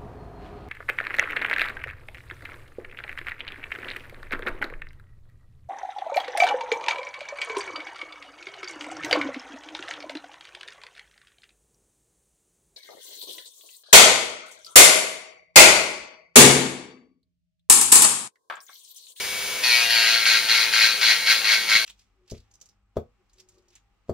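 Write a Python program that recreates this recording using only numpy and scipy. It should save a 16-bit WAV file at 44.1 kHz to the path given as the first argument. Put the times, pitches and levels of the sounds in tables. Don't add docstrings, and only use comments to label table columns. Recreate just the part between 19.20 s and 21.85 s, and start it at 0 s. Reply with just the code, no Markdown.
import sys
import numpy as np
from scipy import signal
from scipy.fft import rfft, irfft, next_fast_len
from scipy.io import wavfile
from scipy.ndimage import uniform_filter1d, map_coordinates

SR = 44100
rng = np.random.default_rng(int(sys.argv[2]) if len(sys.argv) > 2 else 0)


def gain_from_db(level_db):
    decades = np.asarray(level_db, float) / 20
    return 10 ** decades


def wav_record(signal):
    frames = np.transpose(np.atleast_2d(signal))
    bounded = np.clip(frames, -1, 1)
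    quanta = np.round(bounded * 32767).astype(np.int16)
    wavfile.write(sys.argv[1], SR, quanta)


N = 116865
TIME_S = np.arange(N) / SR
FIRST_TOUCH_S = 0.432


def rms_one(x):
    return x / np.sqrt(np.mean(x ** 2) + 1e-20)


def in_time(rows):
    return np.interp(TIME_S, *np.transpose(rows))


def at_hz(points, hz):
    f, v = np.transpose(points)
    return np.interp(np.log(hz + 1), np.log(f + 1), v)


def drift(rate_hz):
    pole = np.exp(-80 * np.pi * rate_hz / SR)
    slow = rng.standard_normal(N // 40 + 2002)
    slow = signal.lfilter([1], [1, -2 * pole, pole * pole], slow)[2000:]
    return np.interp(np.arange(N) / 40, np.arange(len(slow)), rms_one(slow - slow.mean()))


def colour(x, spectrum, peaks=()):
    size = next_fast_len(N + 4096)
    hz = np.fft.rfftfreq(size, 1 / SR)
    power = gain_from_db(at_hz(spectrum, hz)) ** 2
    for centre_hz, width_hz, db in peaks:
        detuning = 2 * (hz - centre_hz) / (width_hz * 1.3)
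        power += gain_from_db(db + 4) ** 2 / (1 + detuning ** 2) ** 2
    cepstrum = irfft(0.5 * np.log(power / power.mean()), size)
    cepstrum[1:size // 2] *= 2
    cepstrum[size // 2 + 1:] = 0
    return irfft(rfft(x, size) * np.exp(rfft(cepstrum)), size)[..., :N]


def above_8khz(x):
    return signal.sosfilt(signal.butter(8, 8000, "high", fs=SR, output="sos"), x)


# time_s, shaft_hz [turns per s]
SHAFT_SPEED = [(0, 125.6), (.44, 125.6), (.53, 120), (.63, 116.5), (.8, 115), (1.0, 114.5), (1.1, 112),
               (1.5, 112), (1.9, 112.5), (2.3, 108.8), (2.45, 112), (2.65, 110)]


def shaft_hz():
    return in_time(SHAFT_SPEED)


# order [multiple of shaft speed], level_db [dB rms]
WHINE_ORDERS = [(18, -36.5), (17.6, -52), (18.38, -50), (72.1, -46), (22.3, -53), (33, -55), (30.4, -55),
                (8.0, -53), (24.0, -55), (32.0, -55), (40.0, -50), (48.0, -58), (56.0, -62)]


def whine(turns):
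    loaded = np.clip((TIME_S - FIRST_TOUCH_S) / 0.12, 0, 1)
    wander = np.cumsum(0.0006 * drift(30) * shaft_hz()) / SR
    tones = np.zeros(N)
    for order, level_db in WHINE_ORDERS:
        level = np.sqrt(2) * gain_from_db(level_db + 0.8 * drift(4))
        tones += level * np.sin(2 * np.pi * (order * (turns + wander) + rng.random()))
    return gain_from_db(-24 * loaded) * tones


# pitch_hz [Hz], level_db [dB rms]
FAN_TONES = [(100, -68.5), (200, -61), (300, -64), (400, -53), (500.3, -50)]


def hum():
    tones = np.zeros(N)
    for pitch_hz, level_db in FAN_TONES:
        level = np.sqrt(2) * gain_from_db(level_db + 1.5 * drift(5))
        tones += level * np.sin(2 * np.pi * pitch_hz * TIME_S + 0.4 * drift(6))
    return tones


# frequency_hz [Hz], level_db [dB]
AIR_SPECTRUM = [(25, -3.5), (330, -3.5), (480, 1), (1200, -0.5), (1500, 4.5), (2400, 7), (4200, 5.7),
                (7600, 2), (9000, -79)]
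# frequency_hz [Hz], level_db [dB]
AIR_TOP_SPECTRUM = [(8050, -18.5), (9000, -16.5), (13000, -25.5), (15100, -23), (15900, -30.5)]


def air():
    low = gain_from_db(-30 + 0.32 * drift(6.7)) * colour(rng.standard_normal((2, N)), AIR_SPECTRUM)
    top = colour(above_8khz(rng.standard_normal((2, N))), AIR_TOP_SPECTRUM)
    return low + gain_from_db(-34) * rms_one(top)


# time_s [s], level_db [dB]
BACKGROUND_LEVEL = [(0, 0), (1.2, -2), (2.65, -4)]


def background_gain(push_db):
    excess_db = np.maximum(push_db + 26, 0)
    return gain_from_db(in_time(BACKGROUND_LEVEL) - 0.2 * uniform_filter1d(excess_db, 900))


# time_s [s], level_db [dB]
LIGHT_TOUCH = [(.45, -28), (1.2, -28.5), (2.6, -31.5)]
# start_s [s], length_s [s], first_push_db [dB], second_push_db [dB]
GLASS_STROKES = [
    (.432, 0.2, -21, -22),
    (0.694, 0.34, -22.5, -25),
    (1.054, 0.12, -16, -19.5),
    (1.285, .145, -17.5, -19),
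    (1.526, 0.14, -18.5, -16.5),
    (1.81, 0.1, -19.5, -15.5),
    (2.059, 0.054, -21.5, -13),
    (2.238, 0.095, -24, -16),
    (2.482, 0.08, -22.5, -16),
]


def pressure_db():
    attack_s, bite_share, release_db_per_s = 0.025, 0.3, 203
    power = gain_from_db(in_time(LIGHT_TOUCH)) ** 2 * (TIME_S > FIRST_TOUCH_S + attack_s)
    for start_s, length_s, first_db, second_db in GLASS_STROKES:
        since_s = TIME_S - start_s
        progress = since_s / length_s
        db = first_db + (second_db - first_db) * np.clip(progress, 0, 1)
        db += 1.0 * np.exp(-((progress - 0.6) / 0.36) ** 2)
        db -= release_db_per_s * np.maximum(since_s - length_s, 0)
        swell = np.clip(since_s / attack_s + 0.5, 0, 1)
        onset = bite_share * (since_s > 0) + (1 - bite_share) * swell
        power = power + (gain_from_db(db) * onset) ** 2
    return 10 * np.log10(power + 1e-12) + 0.4 * drift(16.7)


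# place [share of a turn, 0-1], level_db [dB]
RIM_HIGH_SPOTS = [
    (0.01, 0.1),
    (.1, -8),
    (.52, -7),
]


def knocks(turns, loose):
    scatter_db, swell_db, jitter_turns, wander_turns = 1.5, 3.5, 0.004, 0.03
    hits, turn = np.zeros(N), np.arange(int(turns[-1]) - 1)
    now = np.searchsorted(turns, turn)
    for place, spot_db in RIM_HIGH_SPOTS:
        luck = rng.standard_normal((len(turn), 2))
        shift = loose[now] * (jitter_turns * luck[:, 0] + wander_turns * drift(11)[now])
        at = np.interp(turn + place + shift, turns, np.arange(N)).astype(int)
        hits[at] += gain_from_db(spot_db + loose[now] * (scatter_db * luck[:, 1] + swell_db * drift(5.2)[now]))
    skid_s = 0.003
    age_s = np.arange(int(3 * skid_s * SR) + 2) / SR
    skid = np.convolve(hits, np.exp(-age_s / skid_s))[:N] * rng.standard_normal(N)
    return rms_one(hits + 0.4 * loose * skid)


def grit(throb):
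    grains_per_s, spread_db = 4400, 1.24
    struck = rng.random(N) < grains_per_s / SR
    strength = gain_from_db(spread_db * np.minimum(rng.exponential(1, N), 5))
    return rms_one(struck * strength * rng.choice([-1, 1], N) * throb)


def rim_grain(turns):
    memory = 0.92
    rows = rng.standard_normal((int(turns[-1]) + 30, 130)) ** 3
    rows = signal.lfilter([1], [1, -memory], rows, axis=0)[28:]
    return rms_one(map_coordinates(rows, [np.floor(turns), turns % 1 * 129], order=0))


# frequency_hz [Hz], level_db [dB]
SCRAPE_SPECTRUM = [(300, -34), (700, -18.5), (1150, -16), (1400, -8.5), (2300, -2.5), (3500, -4.5),
                   (4400, 0.5), (5000, -5.5), (7600, -14), (9000, -23)]
# pitch_hz [Hz], width_hz [Hz], level_db [dB]
EARLY_MODES = [(915, 90, -17), (1630, 50, -9), (1930, 140, -1), (2280, 70, -4), (2510, 90, -3),
               (2780, 80, -2.5), (3110, 100, -7), (4170, 100, -5), (4390, 90, 1.5), (4630, 90, -6)]
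# pitch_hz [Hz], width_hz [Hz], level_db [dB]
LATE_MODES = [(1370, 40, -4), (1560, 100, -2), (1920, 110, -3), (2200, 120, 1.5), (2480, 60, -3),
              (2750, 90, -6), (3320, 140, -6), (4060, 110, .1), (4260, 90, -3), (4380, 60, 1.5),
              (4565, 60, -5)]


def ringing(push, late):
    early_body = colour(np.sqrt(1 - late) * push, SCRAPE_SPECTRUM, EARLY_MODES)
    return early_body + colour(np.sqrt(late) * push, SCRAPE_SPECTRUM, LATE_MODES)


# order [multiple of shaft speed], level_db [dB]
LOAD_ORDERS = [(6.0, -42), (7.0, -53), (8.0, -45), (10.0, -51), (12.0, -50)]
# time_s [s], level_db [dB]
LOAD_ORDER_LEVEL = [(.45, -30), (.55, 0), (.9, -1), (1.2, -7), (2.65, -10)]


def loaded_orders(turns):
    tones = np.zeros(N)
    for order, level_db in LOAD_ORDERS:
        level = gain_from_db(level_db + 2 * drift(6))
        tones += level * np.sin(2 * np.pi * (order * turns + rng.random()))
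    return tones * gain_from_db(in_time(LOAD_ORDER_LEVEL))


# frequency_hz [Hz], level_db [dB]
SPRAY_SPECTRUM = [(8050, -7), (10300, 3), (12200, 1.5), (14500, -4.5), (15900, -9.5)]


def spray(drive, throb, late, push_db):
    hiss = above_8khz(1.9 * drive + throb * rng.standard_normal(N))
    wet_db, follow_db = 6 * (1.5 - late), 0.6 * (push_db + 14.5)
    return rms_one(colour(hiss, SPRAY_SPECTRUM)) * gain_from_db(-35.5 + wet_db + follow_db)


def grinding(turns, push_db):
    loose = np.clip((TIME_S - 0.64) / 0.08, 0.1, 1)
    late = np.clip((TIME_S - 0.86) / 0.24 + 0.5, 0, 1)
    throb = 1 + 0.42 * np.cos(2 * np.pi * (turns - 0.1))
    knock_db = -1.5 + 3 * (1 - loose) + 0.8 * (np.clip(push_db, -32, 0) + 23)
    drive = gain_from_db(knock_db) * knocks(turns, loose)
    drive += gain_from_db(-8.5) * grit(throb)
    drive += gain_from_db(0.5 - 6 * late) * rim_grain(turns) * throb
    even = int(0.02 * SR)
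    drive = drive / np.sqrt(uniform_filter1d(uniform_filter1d(drive ** 2, even), even))
    body = ringing(gain_from_db(push_db) * drive, late)
    return body + loaded_orders(turns) + spray(drive, throb, late, push_db)


def reflections(x, t60_s):
    t = np.arange(int(t60_s * SR)) / SR
    tail = rng.standard_normal((2, len(t))) * gain_from_db(-60 * t / t60_s)
    tail = tail / np.sqrt(np.sum(tail ** 2, 1, keepdims=True))
    return signal.fftconvolve(x[None], tail)[:2, :N]


# frequency_hz [Hz], likeness [0-1]
PORT_LIKENESS = [(60, 0.036), (180, 0.082), (550, .85), (1650, 0.9), (4970, 0.67), (15000, 0.1)]
# frequency_hz [Hz], level_db [dB]
PORT_BALANCE = [(60, -1), (125, 1.5), (250, 4.5), (1000, 5), (4000, 3), (8000, .3), (13000, -2)]
# frequency_hz [Hz], lag_s [s]
PORT_LAG = [(1000, 2.0e-5), (4400, 2.0e-5), (7000, 4.0e-5), (16000, 5.2e-5)]


def ports(shared, opposed):
    hz = np.fft.rfftfreq(N, 1 / SR)
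    alike = np.clip(at_hz(PORT_LIKENESS, hz), 0, 1)
    side = np.array([[0.5], [-0.5]])
    both = np.sqrt(0.5 + alike / 2) * rfft(shared)
    both = both + 2 * side * np.sqrt(0.5 - alike / 2) * rfft(opposed)
    balance = gain_from_db(side * at_hz(PORT_BALANCE, hz))
    lag = np.exp(-2j * np.pi * side * hz * at_hz(PORT_LAG, hz))
    return irfft(both * balance * lag, N)


def scene():
    turns, push_db = np.cumsum(shaft_hz()) / SR, pressure_db()
    duck = background_gain(push_db)
    tones = (whine(turns) + hum()) * duck
    rush = air() * duck
    tool = grinding(turns, push_db)
    room = gain_from_db(-13) * reflections(tool, 0.22)
    near = np.roll(reflections(tool, 0.06)[0], 150)
    return ports(tool + tones + room[0] + rush[0], near + 0.22 * tones + room[1] + rush[1])


def band_limit(x):
    return signal.sosfilt(signal.butter(12, 16330, fs=SR, output="sos"), x)


def record(dry):
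    x = 0.8 * np.tanh(dry / 0.8)
    low_hz, high_hz, top_hz = 7740, 7960, 15720
    shoulders = signal.butter(1, [low_hz - 200, high_hz + 200], "stop", fs=SR, output="sos")
    gap = signal.cheby2(8, 55, [low_hz, high_hz], "stop", fs=SR, output="sos")
    top_cut = signal.ellip(12, 0.3, 75, top_hz, fs=SR, output="sos")
    for stage in (shoulders, gap, top_cut):
        x = signal.sosfilt(stage, x)
    return band_limit(x)


dry = scene()
out = record(dry)
wav_record(out)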